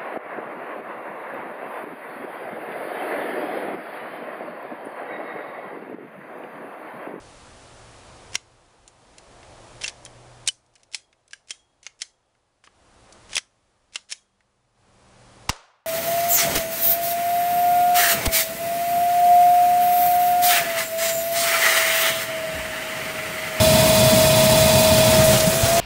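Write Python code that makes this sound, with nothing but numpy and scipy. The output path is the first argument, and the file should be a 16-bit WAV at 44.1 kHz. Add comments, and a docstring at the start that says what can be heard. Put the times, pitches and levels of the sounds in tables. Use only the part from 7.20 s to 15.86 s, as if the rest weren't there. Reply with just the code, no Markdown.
"""Far traffic hums behind the trees of a wood. Then a pistol clacks, steel striking steel: its slide
(the moving top) is locked back, the magazine pulled out, the slide worked three times, a fresh magazine
pushed in and the slide worked again. Each time the slide slams shut, its spring buzzes and rings.
One shot is fired, and ground and trunks throw the blast back. An automatic volume control ducks
at every loud bang, holds, then lets the background swell back."""
import sys
import numpy as np
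from scipy import signal
from scipy.fft import rfft, irfft, next_fast_len
from scipy.io import wavfile
from scipy.ndimage import minimum_filter1d, map_coordinates

SR = 44100
rng = np.random.default_rng(int(sys.argv[2]) if len(sys.argv) > 2 else 0)


def store_pcm(level_fs):
    """Save levels as 16-bit WAV."""
    pcm = np.round(np.clip(level_fs, -1, 1) * 32767).astype(np.int16)
    wavfile.write(sys.argv[1], SR, np.atleast_2d(pcm).T)


N = 381940
TIME = np.arange(N) / SR

# tone colour of far traffic and hiss: (frequency [Hz], level [dB])
AIR_COLOUR = [(12, -33.5), (20, 1), (114, -2), (152, -8.5), (230, -8.5), (332, -8), (430, -9.5),
              (503, -5.5), (687, -8.5), (762, -7.5), (1220, -10), (1350, -12.5), (2100, -17), (7710, -22.5),
              (10000, -24.5), (13000, -53), (22000, -120)]
# loudness of two far engines: (time [s], level [dB])
LOW_ENGINE = [(0, -73), (.65, -58.5), (2.05, -62), (2.601, -52.5), (3.701, -57), (4.3, -64.5), (6.4, -66.5),
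              (7.699, -54.5)]
HIGH_ENGINE = [(0, -79), (5.2, -71.5), (5.8, -61.5), (8.299, -58.5)]
# loudness of far tyres going by: (time [s], level [dB])
TYRE_LEVELS = [(0, -60), (1.3, -56), (2.1, -52.5), (3.1, -53.5), (4.4, -52.5), (5.4, -57.5), (8.3, -58.5)]
# tone colour of the tyres: (frequency [Hz], level [dB])
TYRE_COLOUR = [(200, -22), (340, -2.5), (430, -7.5), (530, -1), (700, 0), (950, -8.5), (1600, -25)]
# scatter from near trunks; a fade time (t60) is the time to drop 60 dB: (frequency [Hz], fade time [s])
TREE_FADES = [(200, .2), (1000, 0.36), (2500, 0.18), (6000, 0.25), (10000, .24)]
# tone colour of the pistol: (frequency [Hz], level [dB])
PISTOL_COLOUR = [(60, -29), (300, -17), (700, -10.5), (1100, -9.5), (1600, -4), (2400, 0.5), (3200, 2.5),
                 (5500, -2.5), (8000, -4), (10300, -7), (12000, -24.5)]
# resonances, the pitches that slide and frame favour: (frequency [Hz], width [Hz], boost [dB])
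RESONANCES = [(1610, 180, 3.5), (2150, 220, 4), (2520, 200, 1.5), (3700, 300, -1.5), (5210, 520, 5),
              (6050, 400, 5.5), (6950, 420, 3), (9400, 400, 1.5)]
# light ticks and knocks as pistol and magazines are handled: (time [s], level [dB], pitch [Hz])
TICKS = [(1.678, -32.5, 7150), (1.9825, -36, 4200), (2.2304, -44, 2000), (2.618, -36, 3540),
         (2.851, -32.5, 9950), (2.861, -36, 3140), (3.5546, -32, 5700), (3.56, -33.5, 2820),
         (3.6323, -32, 5640), (3.9278, -33, 2090), (4.079, -33, 5060), (4.109, -28.5, 4200),
         (4.6303, -27.5, 6180), (5.1503, -41.5, 1435), (5.4394, -31.5, 1160), (5.4728, -28, 1170),
         (5.9247, -39.5, 6040), (6.1315, -29.5, 2970), (7.206, -36, 1900)]
# slide or magazine rubbing on its guides: (start [s], end [s], final level [dB], swell [dB])
SCRAPES = [(2.611, 2.703, -37, 3.5), (1.145, 1.154, -36, 8), (3.271, 3.276, -24, 15.5),
           (3.597, 3.62, -48.5, -3), (4.629, 4.666, -39, -2), (5.438, 5.473, -39, -4.5),
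           (6.09, 6.159, -29.5, 19), (6.888, 6.921, -25.5, 7)]
# three blows each for magazine out, jammed slide let go and fresh magazine in; more tilt is brighter:
# (time [s], level [dB], fade time [s], tilt [dB/octave], resonance [Hz], boost [dB])
CLACKS = [(2.6374, -28, .014, 1, 5540, 11), (2.642, -20.5, .026, -0.5, 2725, 24),
          (2.679, -21.5, .03, -0.5, 4700, 12.5), (3.2757, -9, 0.039, 5.5, 3667, 13),
          (3.2846, -8, .03, 4, 3005, 22.5), (3.2868, -7.5, 0.017, 4, 3017, 27.5),
          (6.1549, -18, .024, 5.5, 3332, 14), (6.1665, -10, .039, 0, 2500, 7),
          (6.1791, -5.5, .038, 0, 2005, 4.5)]
# the slide hits its rear stop: (time [s], level [dB], run-up softer by [dB], fade time [s],
# tilt [dB/octave], resonance [Hz], boost [dB])
PULLS = [(1.1543, -14.5, 18.5, 0.019, -.5, 5620, 15), (4.1326, -9.5, 25, 0.027, 0, 1620, 11.5),
         (4.6655, -9, 23, 0.033, -2.5, 6300, 14.5), (6.757, -2.5, 17.5, 0.033, -0.5, 2780, 8.5)]
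# the slide slams shut: (time [s], level [dB], run-up softer by [dB], run-up step [s], bounce level [dB],
# buzz level [dB], ring level [dB])
SLAMS = [(3.7459, -2.5, 16, 0.01, -28.5, -11.5, -31), (4.3065, -3.5, 16, 0.011, -10, -34.5, -25),
         (4.8186, -1.5, 18, .009, -19, -19, -28.5), (6.922, -1.5, 8, 0.0091, -20, -33, -27.5)]
# ringing of spring and barrel: (frequency [Hz], level [dB], fade time [s])
RING_TONES = [(2842, -14.5, .3), (3278, -5.5, 0.68), (5195, -14, .3), (5270, -11, 0.23), (5986, -6, .2),
              (6444, -12, 0.16), (6990, -4.5, .25), (7725, -7, .15), (8037, -8.5, .21), (8200, -8.5, .22),
              (9028, -13, .3)]
# tone colour of the buzzing coils: (frequency [Hz], level [dB])
COIL_COLOUR = [(500, -26), (2000, -1), (5000, 3.5), (8000, 3), (10500, -4)]
# tone colours of the blast and of its echo: (frequency [Hz], level [dB])
BLAST_COLOUR = [(30, -6.5), (200, -10.5), (450, -4.5), (900, -2.5), (2000, -5), (6000, -4.5),
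                (10500, -17.5)]
ECHO_COLOUR = [(40, -21.5), (250, -15.5), (480, 0.5), (900, 2.5), (1300, 0.5), (2000, -6.5), (5000, -9),
               (10000, -15)]
# how long the shot lingers in the wood: (frequency [Hz], fade time [s])
FOREST_FADES = [(100, 0.54), (350, 0.53), (900, 0.95), (2000, 0.84), (5000, .6), (10000, 0.28)]
# single trunks throw the shot back: (delay [s], level [dB])
TRUNK_ECHOES = [(0.0352, -4.5), (0.0691, -10), (.086, -23)]


def amp(db):
    """Turn decibels into a multiplier."""
    return 10 ** (np.asarray(db) / 20)


def unit(x):
    """Scale x to an average power of 1."""
    return x / np.sqrt(np.mean(x ** 2) + 1e-20)


def burst(x):
    """Scale x to the energy of 5 ms at power 1."""
    return x * np.sqrt(.005 * SR / (np.sum(x ** 2) + 1e-20))


def along(points, hz):
    """Read between (frequency, value) points, spaced by octaves."""
    freqs, values = np.transpose(points)
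    return np.interp(np.log(hz + 1), np.log(freqs + 1), values)


def add(track, s, x):
    """Mix x into the track from time s."""
    part = track[round(s * SR):][:len(x)]
    part += x[:len(part)]


def wobble(rate):
    """A smooth curve through `rate` random values a second."""
    return map_coordinates(rng.standard_normal(int(N * rate / SR) + 4), [TIME * rate])


def filtered(x, gain):
    """Multiply each frequency in x by gain(hz)."""
    size = next_fast_len(len(x) + 8192)
    return irfft(rfft(x, size) * gain(np.fft.rfftfreq(size, 1 / SR)), size)[:len(x)]


def coloured(x, colour, size=2048):
    """Shape x by colour(hz) in dB, so that ringing only comes after a hit."""
    cepstrum = irfft(np.log(amp(colour(np.fft.rfftfreq(size, 1 / SR)))))
    cepstrum[1:size // 2] *= 2
    cepstrum[size // 2 + 1:] = 0
    return signal.fftconvolve(x, irfft(np.exp(rfft(cepstrum))))


def smoothed(x, lag_s):
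    """Follow x slowly, evening out quick changes."""
    keep = np.exp(-1 / (SR * lag_s))
    return signal.lfilter([1 - keep], [1, -keep], x)


def chatter(t60):
    """Noise that starts at once and dies away."""
    t = TIME[:SR // 3]
    return rng.standard_normal(len(t)) * np.exp(-np.log(1000) * t / t60)


def tail(fades):
    """A wash of echoes, each frequency dying at its own speed."""
    hz, t, spectrum = signal.stft(rng.standard_normal(SR // 2), SR, nperseg=256)
    fade = np.exp(-np.log(1000) * t / along(fades, hz)[:, None])
    echoes = signal.istft(spectrum * fade, SR, nperseg=256)[1]
    return echoes / np.linalg.norm(echoes)


def bump(hz, centre, width):
    """A resonance peak of height 1."""
    return 1 / (1 + (2 * (hz - centre) / width) ** 2)


def engine(hz, levels, waver_hz):
    """A distant motor's firing tone, wavering in the air."""
    pitch = hz + waver_hz * wobble(7.4)
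    tone = unit(np.sin(2 * np.pi * np.cumsum(pitch) / SR))
    return amp(np.interp(TIME, *np.transpose(levels)) + 3 * wobble(4.6)) * tone


def traffic(rumble_db=-49, hiss_db=-52.5, split_hz=1500):
    """Far traffic rumbles and two engines hum under an even hiss."""
    low = lambda hz: 1 / np.sqrt(1 + (hz / split_hz) ** 4)
    high = lambda hz: np.sqrt(1 - low(hz) ** 2) * (hz < 11500)
    air = lambda hz: amp(along(AIR_COLOUR, np.minimum(hz, 9500)))
    rumble = unit(filtered(rng.standard_normal(N), lambda hz: air(hz) * low(hz)))
    hiss = unit(filtered(rng.standard_normal(N), lambda hz: air(hz) * high(hz)))
    swell = amp(rumble_db + .41 * wobble(2.7))
    engines = engine(119, LOW_ENGINE, waver_hz=1.3) + engine(195.5, HIGH_ENGINE, waver_hz=2.3)
    return swell * rumble + amp(hiss_db) * hiss + engines


def tyres():
    """Tyres make a hollow roar on a distant road."""
    roar = unit(filtered(rng.standard_normal(N), lambda hz: amp(along(TYRE_COLOUR, hz)) * (hz < 2500)))
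    return amp(np.interp(TIME, *np.transpose(TYRE_LEVELS)) + wobble(3.3)) * roar


def outdoors(x, scatter_db):
    """A sound followed by its scatter from ground and trunks."""
    path = amp(scatter_db) * tail(TREE_FADES)
    path[0] += 1
    return signal.fftconvolve(x, path)


def steel(hz):
    """How strongly the pistol sounds at each frequency, in dB."""
    peaks = sum(db * bump(hz, centre, width) for centre, width, db in RESONANCES)
    return along(PISTOL_COLOUR, hz) + peaks


def blow(t60, tilt, resonance_hz, boost_db, scatter_db=-15):
    """Steel parts meet and chatter briefly; the gripping hands damp the ring."""
    broad = lambda hz: steel(hz) + tilt * np.log2(np.maximum(hz, 1300) / 4000)
    colour = lambda hz: broad(hz) + boost_db * bump(hz, resonance_hz, width=190)
    contact = chatter(t60)
    # the trees scatter sound sent in all directions, in which no one resonance leads
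    out = amp(scatter_db) * burst(signal.fftconvolve(coloured(contact, broad), tail(TREE_FADES)))
    add(out, 0, burst(coloured(contact, colour)))
    return out


def tick(hz):
    """Small parts tick high and bright, large ones knock low and dull."""
    return blow(t60=.028, tilt=7.7 * np.log2(hz / 3700), resonance_hz=hz, boost_db=8.5)


def rattle(start_s=3.1, end_s=3.8, per_second=12, db=-42.5, pitch_hz=4000, spread_octaves=.4):
    """The loose slide ticks faintly in the grip at random moments."""
    out = np.zeros(N)
    for _ in range(round(per_second * (end_s - start_s))):
        s = rng.uniform(start_s, end_s)
        strength = amp(db + 3 * rng.normal())
        add(out, s, strength * tick(pitch_hz * 2 ** (spread_octaves * rng.normal())))
    return out


def ticks():
    """Light ticks and knocks as the pistol and its magazines are handled."""
    out = np.zeros(N)
    for s, db, hz in TICKS:
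        add(out, s, amp(db) * tick(hz))
    return out


def scrapes(grain_db=4):
    """Sliding steel catches in tiny uneven slips, louder the faster it moves."""
    out = np.zeros(N)
    rub = unit(coloured(rng.standard_normal(N) * amp(grain_db * wobble(500)), steel))
    for start, end, db, swell_db in SCRAPES:
        stroke = rub[round(start * SR):round(end * SR)]
        swell = amp(np.linspace(db - swell_db, db, len(stroke)))
        add(out, start, outdoors(swell * stroke, scatter_db=-20))
    return out


def squeak(start_s=2.653, length_s=.019, from_hz=5600, to_hz=7900, db=-35):
    """The tight magazine squeaks upward in pitch as it is ripped out."""
    out = np.zeros(N)
    pitch = np.linspace(from_hz, to_hz, round(length_s * SR))
    tone = unit(np.sin(2 * np.pi * np.cumsum(pitch) / SR))
    add(out, start_s, amp(db) * signal.windows.tukey(len(tone), .4) * tone)
    return out


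def clacks():
    """Hard blows of magazine and slide, each bringing out its own resonance."""
    out = np.zeros(N)
    for s, db, t60, tilt, hz, boost_db in CLACKS:
        add(out, s, amp(db) * blow(t60, tilt, hz, boost_db))
    return out


def run_up(stop_s, last_db, step_s, t60, tilt, growth_db=7.5):
    """The moving slide catches three times, harder each time as it nears its stop."""
    out = np.zeros(N)
    for k in range(3):  # counting back from the stop
        catch = blow(t60, tilt, resonance_hz=5400, boost_db=4)
        add(out, stop_s - (k + 1) * step_s, amp(last_db - k * growth_db) * catch)
    return out


def pulls():
    """The slide rattles back along its rails and strikes the rear stop."""
    out = np.zeros(N)
    for s, db, softer_db, t60, tilt, hz, boost_db in PULLS:
        out += run_up(s, db - softer_db, step_s=.011, t60=.06, tilt=.8)
        add(out, s, amp(db) * blow(t60, tilt, hz, boost_db))
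    return out


def slams(bounce_s=.007):
    """The spring drives the slide forward; it hits home and bounces once."""
    out = np.zeros(N)
    for s, db, softer_db, step_s, bounce_db, _, _ in SLAMS:
        out += run_up(s, db - softer_db, step_s, t60=.05, tilt=2.5)
        add(out, s, amp(db) * blow(t60=.032, tilt=2, resonance_hz=5400, boost_db=8.5))
        add(out, s + bounce_s, amp(bounce_db) * blow(t60=.018, tilt=.3, resonance_hz=3177, boost_db=16.5))
    return out


def spring(buzz_t60=.15, beat_hz=22, flutter_db=4.5):
    """Each slam shakes the spring: its coils buzz, and pairs of close tones throb and ring on."""
    out, t = np.zeros(N), TIME[:SR // 2]
    for s, *_, buzz_db, ring_db in SLAMS:
        ring = np.zeros(len(t))
        for hz, db, t60 in RING_TONES:
            fade = amp(db + rng.normal(0, 1.5)) * np.exp(-np.log(1000) * t / t60)
            twin_hz = hz + beat_hz * rng.uniform(.5, 1.5)
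            ring += fade * (np.sin(2 * np.pi * hz * t) + .5 * np.sin(2 * np.pi * twin_hz * t))
        add(out, s, amp(ring_db) * burst(ring * amp(flutter_db * wobble(90)[:len(t)])))
        add(out, s, amp(buzz_db) * burst(coloured(chatter(buzz_t60), lambda hz: along(COIL_COLOUR, hz))))
    return out


def shot(s=8.2934, push_s=.00568, suction_s=.0077):
    """The firing pin snaps; the blast pushes the air, then sucks it back; ground and trees answer."""
    out, t = np.zeros(N), TIME[:SR // 3]
    blast = lambda t60: burst(coloured(chatter(t60), lambda hz: along(BLAST_COLOUR, hz)))
    echo = lambda x: burst(coloured(x, lambda hz: along(ECHO_COLOUR, hz)))
    add(out, s - .0025, amp(-29) * burst(coloured(chatter(t60=.022), steel)))  # firing pin
    add(out, s, amp(7) * blast(t60=.0023))  # the crack itself
    add(out, s + .0058, amp(-6) * blast(t60=.0057))  # bounce off the ground
    add(out, s, amp(-2) * blast(t60=.43))  # lingering roar close by
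    push = amp(-5) * t / push_s
    suction = -amp(-3) * np.exp(-(t - push_s) / suction_s)
    add(out, s, np.where(t < push_s, push, suction))
    add(out, s + .013, amp(1) * echo(tail(FOREST_FADES)))
    for delay, db in TRUNK_ECHOES:
        add(out, s + delay, amp(db) * echo(chatter(t60=.0204)))
    return out


def scene():
    """Mix pistol and traffic into one channel."""
    handling = pulls() + slams() + clacks() + ticks() + scrapes() + squeak() + spring()
    return (handling + shot() + traffic() + tyres() + rattle())[None]


def auto_gain(x, target_db=-26.5, lowest_db=-36, attack_s=.012, hold_s=.58, rise_per_s=.9):
    """The volume drops on a loud sound, holds, then climbs back at a steady rate."""
    level = np.sqrt(np.abs(smoothed(x ** 2, lag_s=.0036)) + 1e-12)
    needed = np.clip(amp(target_db) / level, amp(lowest_db), 1)
    half = int(hold_s * SR / 2)
    held = minimum_filter1d(needed, 2 * half + 1, origin=half, mode="nearest")
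    ramp = rise_per_s * TIME
    recovering = np.minimum.accumulate(held - ramp) + ramp
    return np.exp(smoothed(np.log(recovering), attack_s))


def record(dry, band_hz=10500, top_hz=16000, overload=.44, ceiling=.31):
    """The volume is turned down on loud sounds, peaks are squashed and the highest treble is cut."""
    x = dry[0] * auto_gain(dry[0])
    x = x / (1 + np.abs(x / overload) ** 6) ** (1 / 6)  # the overloaded input rounds off peaks
    x = signal.sosfilt(signal.butter(2, 7, "high", fs=SR, output="sos"), x)  # remove drift below 7 Hz
    x = filtered(x, lambda hz: 1 / np.sqrt(1 + (hz / band_hz) ** 140))
    x = np.clip(x, -ceiling, ceiling)
    return filtered(x, lambda hz: 1 / np.sqrt(1 + (hz / top_hz) ** 140))[None]


dry = scene()
out = record(dry)
store_pcm(out)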